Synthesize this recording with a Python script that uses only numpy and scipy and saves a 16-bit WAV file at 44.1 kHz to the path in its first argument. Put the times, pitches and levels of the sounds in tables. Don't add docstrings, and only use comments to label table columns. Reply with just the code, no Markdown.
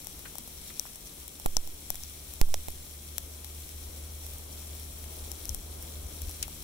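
import sys
import numpy as np
from scipy.fft import rfft, irfft, next_fast_len
from scipy.io import wavfile
from scipy.ndimage import map_coordinates

SR = 44100
rng = np.random.default_rng(int(sys.argv[2]) if len(sys.argv) > 2 else 0)


def transcribe(signal):
    frames = np.atleast_2d(signal).T
    limited = np.clip(frames, -1, 1)
    pcm = np.round(limited * 32767).astype(np.int16)
    wavfile.write(sys.argv[1], SR, pcm)


N = 292383
TOP_HZ = 15780


# f/Hz, relative level/dB
HISS_TONE = [(500, -8), (1100, -8.5), (1900, -9), (2900, -7.5), (4800, -9), (6600, -5.5), (9500, -1),
             (11000, 0.5), (12800, -4.5), (14300, 1.5), (15500, 0.5)]
# f/Hz, width/Hz, left boost/dB, right boost/dB
HISS_BOOSTS = [(1224, 165, 2.5, 3.5), (2280, 680, 6, 6.5), (3293, 480, 7.5, 6.5), (4055, 990, 6.5, 7.5),
               (5700, 990, 10, 8.5), (7490, 800, 6, 6), (9560, 830, 5.5, 6.5), (11850, 380, 10, 1.5)]

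def sleet(start_db=-45, thicken_s=5.4, thicken_db_per_s=1.2):
    def tone_db(f):
        boosts = (np.array([[left], [right]]) * abs(resonance(f, hz, width)) ** 2
                  for hz, width, left, right in HISS_BOOSTS)
        return along(HISS_TONE, f) + sum(boosts)

    level_db = start_db + thicken_db_per_s * np.maximum(seconds() - thicken_s, 0) + 0.79 * wobble(9)
    far = rng.standard_normal((2, N)) * amp(.5 * wobble(30))
    near = patter(per_s=900, scatter_db=4.5, cap_db=13, pitch_hz=7120, fade_cycles=1.4)
    near *= amp(2.55 * wobble(45))
    return amp(level_db) * spread(far + amp(-9) * near, tone_db)


def patter(per_s, scatter_db, cap_db, pitch_hz, fade_cycles):
    when, size, side, tone = rng.random((int(per_s * N / SR), 4)).T[..., None]
    t = np.arange(SR // 400) / SR
    hz = np.minimum(pitch_hz * 2 ** (1.91 * (tone - .5)), TOP_HZ)
    strength = amp(np.minimum(-scatter_db * np.log(1 - size), cap_db))
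    ticks = strength * np.sqrt(hz) * np.exp(-hz * t / fade_cycles) * np.sin(2 * np.pi * hz * t)
    samples = (when * N).astype(int) + np.arange(len(t))
    gains = np.cos(np.pi * side), np.sin(np.pi * side)
    pair = [np.bincount(samples.ravel(), (ticks * gain).ravel(), N)[:N] for gain in gains]
    return unit(np.array(pair))


# t/s, left level/dB, right level/dB, treble over mid/dB, knock/dB, ping/dB
CAMERA_HITS = [(0.0704, -23, -46, 7, -44, -2), (0.355, -28.5, -45, 7, -39.5, -9),
               (0.384, -22.5, -52, 9, -43.5, 0), (0.7965, -13, -37, 1.5, -47, 21),
               (0.854, -41, -52, 3, -41, -4), (1.28, -28, -40, 11, -63, -5), (1.399, -45, -29, 10, -46, -6),
               (1.4613, -20, -25, 3.5, -26.5, -21), (1.5684, -9, -29, -9.5, -27.5, 19),
               (1.675, -27.5, -53, 9, -48, -2), (1.9037, -13, -31, 11, -35, -3.5),
               (1.945, -37, -31, 6, -48, -9), (1.956, -25, -44, 7, -60, -7),
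               (2.036, -26.5, -43, -2, -55, 6), (2.338, -26.5, -46, 11, -56, 0),
               (2.4143, -23.5, -14, -0.5, -28, -14), (2.5421, -22.5, -16.5, -6, -26.5, -5),
               (2.6848, -29, -29.5, 4, -36, -14), (3.1823, -14.5, -50, 6.5, -47, -7),
               (3.446, -26.5, -48, 8, -54, -4), (4.266, -51, -29, 10, -54, -6),
               (4.384, -45, -33, 14, -59, -6), (5.317, -21.5, -50, 5.5, -47, 0),
               (5.455, -24, -37, 6, -57, 0), (5.4932, -17.5, -45, 2, -52, 28),
               (5.547, -18.5, -49, 11.5, -46, -3), (6.219, -22.5, -47, 11, -51, -1),
               (6.295, -29.5, -48, 8, -48, 2), (6.481, -31, -47, 7, -40.5, -6)]
# f/Hz, width/Hz, relative level/dB
PORT_RINGS = [(2150, 2600, -10), (3560, 890, -6.5), (7310, 500, -1), (9520, 540, -6), (11370, 420, -4.5),
              (14300, 840, -8.5)]
# f/Hz, width/Hz, relative level/dB
PORT_PINGS = [(5660, 470, 9), (3680, 420, -42)]
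# f/Hz, width/Hz, relative level/dB
CASE_RINGS = [(460, 300, -1.5), (784, 410, 10.5), (1600, 220, -1)]

def strikes(hits):
    out, t = np.zeros((2, N)), np.arange(SR // 64) / SR
    f = np.fft.rfftfreq(len(t), 1 / SR)
    treble_share = 1 / (1 + (8500 / (f + 1)) ** 8)
    lead = SR // 1000
    for s, left_db, right_db, treble_db, knock_db, ping_db in hits:
        for channel, db in enumerate((left_db, right_db)):
            contact = (t == 0) + .1 * amp(-60 * t / .004) * rng.standard_normal(len(t))
            port = sum(amp(level + rng.standard_normal()) * resonance(f, hz, width)
                       for hz, width, level in PORT_RINGS)
            ping = sum(amp(level + ping_db) * resonance(f, hz, width) for hz, width, level in PORT_PINGS)
            direct = amp(-24) * resonance(f, 8900, 8000) ** 2
            spectrum = rfft(contact) * (port + ping + direct)
            low, high = spectrum * (1 - treble_share), spectrum * treble_share
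            balanced = low / np.linalg.norm(low) + amp(treble_db) * high / np.linalg.norm(high)
            click = unit_burst(np.roll(irfft(balanced, len(t)), lead))
            add(out[channel], s - lead / SR, amp(db - 0.88) * click)
        pitch = np.exp(0.081 * rng.standard_normal() - 0.0047 * (knock_db + 38.0))
        case = sum((-1) ** k * amp(level) * resonance(f, hz * pitch, width)
                   for k, (hz, width, level) in enumerate(CASE_RINGS))
        knock = unit_burst(irfft(-case * resonance(f, 770, 1050), len(t)))
        add(out[0], s, amp(knock_db + 5.5) * knock)
        add(out[1], s - .0002, amp(knock_db - 12.0) * knock)
    return out


# left level/dB, right level/dB, treble over mid/dB, knock/dB, ping/dB
TYPICAL_GRAZE = (-38, -39, 8.5, -55.5, -4)

def grazes(per_s=3, scatter_db=4):
    count = round(per_s * N / SR)
    when = rng.random(count) * N / SR
    levels = TYPICAL_GRAZE + scatter_db * rng.standard_normal((count, len(TYPICAL_GRAZE)))
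    return strikes(np.column_stack([when, levels]))


# t/s, pressure step, first shove (both plain signed factors)
AIR_JOLTS = [(1.46, -0.14, -0.31), (1.5678, 0.1, 0.14), (1.905, -0.024, -0.053), (2.414, 0.41, 0.24),
             (2.6844, .025, 0.1)]

def thumps(swing_hz=6.47, slowing_s=0.22, leak_s=0.063):
    out, t = np.zeros((2, N)), np.arange(SR // 2) / SR
    rise = 1 - 0.79 * np.exp(-t / 0.012) - 0.36 * np.exp(-t / 0.00041)
    swing = rise * np.exp(-t / leak_s) * np.cos(2 * np.pi * swing_hz * t / (1 + t / slowing_s))
    shove = t / .0003 * np.exp(1 - t / .0003)
    for s, step, push in AIR_JOLTS:
        add(out, s, step * swing * amp([[-1.6], [2.2]]))
        add(out, s - .0005, push * shove * np.array([[.55], [-.8]]))
    return out


# t/s, level/dB, f/Hz, time to fade by 60 dB/s
TWIG_TAPS = [(.253, -43, 1640, 0.1), (.702, -41.5, 1940, 0.038), (0.862, -46.5, 1770, 0.033),
             (6.426, -35, 2750, 0.077), (6.427, -18.5, 7240, 0.021)]

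def taps():
    out, t = np.zeros((2, N)), np.arange(SR // 8) / SR
    rise = 1 - np.exp(-t / 0.00083)
    for s, db, hz, fade_s in TWIG_TAPS:
        noise = rng.standard_normal((2, len(t)))
        rustle = unit(filtered(noise, lambda f: resonance(f, hz, hz) ** 2))
        add(out, s, rustle * rise * amp(db - 60 * t / fade_s) * amp([[2.5], [-1.5]]))
    return out


# multiple of the firing rate, relative level/dB
ENGINE_TONES = [(1, 2), (2, -17.5), (3, -22.5), (4, -23), (5, -26)]

def engine(start_hz=73.6, climb_hz_per_s=0.33, nearest_s=4.12, eased_s=6.3, load_s=5.4):
    t = seconds()
    hum_db = np.interp(t, [0, nearest_s, eased_s], [-61.5, -44.5, -46.5])
    overtones_db = -63.5 + 6.5 * np.maximum(t - load_s, 0)
    firing_hz = (start_hz + climb_hz_per_s * t) * (1 + .005 * wobble(7))
    phase = 2 * np.pi * np.cumsum(firing_hz) / SR
    hum, *overtones = [amp(db + 1.9 * wobble(8.7)) * np.sin(round(k) * phase) for k, db in ENGINE_TONES]
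    return amp(hum_db) * unit(hum) + amp(overtones_db) * unit(sum(overtones))


# f/Hz, relative level/dB
RUMBLE_TONE = [(40, -0.5), (85, -2), (120, -6.5), (180, -5), (260, -8), (400, -17.5), (900, -22),
               (2000, -60)]
# f/Hz, relative level/dB
TYRE_TONE = [(120, -12), (240, -3), (370, -0.5), (560, -3.5), (800, -8.5), (1050, -12), (1250, -12.5),
             (1800, -21), (3000, -40)]
# t/s when nearest, level/dB, time to fall to half power/s
VEHICLES = [(.2, -57.5, 0.1), (5.7, -54.5, 1.52)]

def road(rumble_db=-57, far_tyres_db=-61):
    passing_power = sum(amp(db) ** 2 / (1 + ((seconds() - s) / width) ** 2) for s, db, width in VEHICLES)
    tyre_gain = np.sqrt(amp(far_tyres_db) ** 2 + passing_power) * amp(wobble(4.3))
    rumble = spread(rng.standard_normal((2, N)), lambda f: along(RUMBLE_TONE, f))
    roar = spread(rng.standard_normal((2, N)), lambda f: along(TYRE_TONE, f))
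    return amp(rumble_db + 0.97 * wobble(2.09)) * rumble + tyre_gain * roar


# f/Hz, relative level/dB
AIR_TONE = [(8, -16), (20, -9), (45, -1), (70, 0), (120, -22.5), (300, -52)]
# t/s, peak level/dB
AIR_PUFFS = [(5.5, -42.5), (5.6, -46), (6.28, -40.5), (6.6, -49)]

def breeze(start_db=-60.5, grow_db_per_s=2, rise_s=0.036, fall_s=0.052):
    t = seconds()
    draught = amp(start_db + grow_db_per_s * t)
    puffs = sum(amp(db) * np.exp(-np.maximum((s - t) / rise_s, (t - s) / fall_s)) for s, db in AIR_PUFFS)
    flow = (draught + puffs) * amp(3.4 * wobble(13))
    return flow * spread(rng.standard_normal((2, N)), lambda f: along(AIR_TONE, f))


# f/Hz, level/dB
LEFT_LEAN = [(100, 2), (250, 2), (500, 3.5), (1800, 2.5), (5000, 2.5), (9500, 3.5), (15000, 5.5)]
# f/Hz, likeness (0 unrelated, 1 the same)
SIDE_LIKENESS = [(60, 0.97), (150, 0.9), (270, 0.68), (450, 0.094), (1200, 0.13), (15000, 0)]

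def spread(pair, tone_db):
    angle = lambda f: np.arccos(np.clip(along(SIDE_LIKENESS, f), -1, 1)) / 2
    mid, side = filtered(pair, lambda f: np.array([np.cos(angle(f)), np.sin(angle(f))]))
    stereo = np.array([mid + side, mid - side])
    lean_db = lambda f: along(LEFT_LEAN, f) * np.array([[.5], [-.5]])
    return unit(filtered(stereo, lambda f: amp(tone_db(f) + lean_db(f))))


def seconds():
    return np.arange(N) / SR


def amp(db):
    return 10 ** (np.asarray(db) / 20)


def unit(x):
    return x / np.sqrt(np.mean(x ** 2) + 1e-20)


def unit_burst(x):
    return x / np.sqrt(np.sum(x ** 2) / (SR / 1000))


def along(points, hz):
    f, values = np.transpose(points)
    return np.interp(np.log(hz + 1), np.log(f + 1), values)


def wobble(per_s):
    points = rng.standard_normal(int(N * per_s / SR) + 4)
    return map_coordinates(points, [np.arange(N) * per_s / SR])


def filtered(x, response):
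    n = x.shape[-1]
    padded = next_fast_len(n + min(n, SR // 2))
    return irfft(rfft(x, padded) * response(np.fft.rfftfreq(padded, 1 / SR)), padded)[..., :n]


def resonance(f, hz, width):
    return 1j * f * width / (hz * hz - f * f + 1j * f * width)


def add(track, s, sound):
    start = max(round(s * SR), 0)
    part = track[..., start:start + sound.shape[-1]]
    part += sound[..., :part.shape[-1]]


def scene():
    return sleet() + strikes(CAMERA_HITS) + grazes() + thumps() + taps() + engine() + road() + breeze()


def record(dry):
    return filtered(dry, lambda f: np.clip((TOP_HZ - f) / 300 + .5, 0, 1))


dry = scene()
out = record(dry)
transcribe(out)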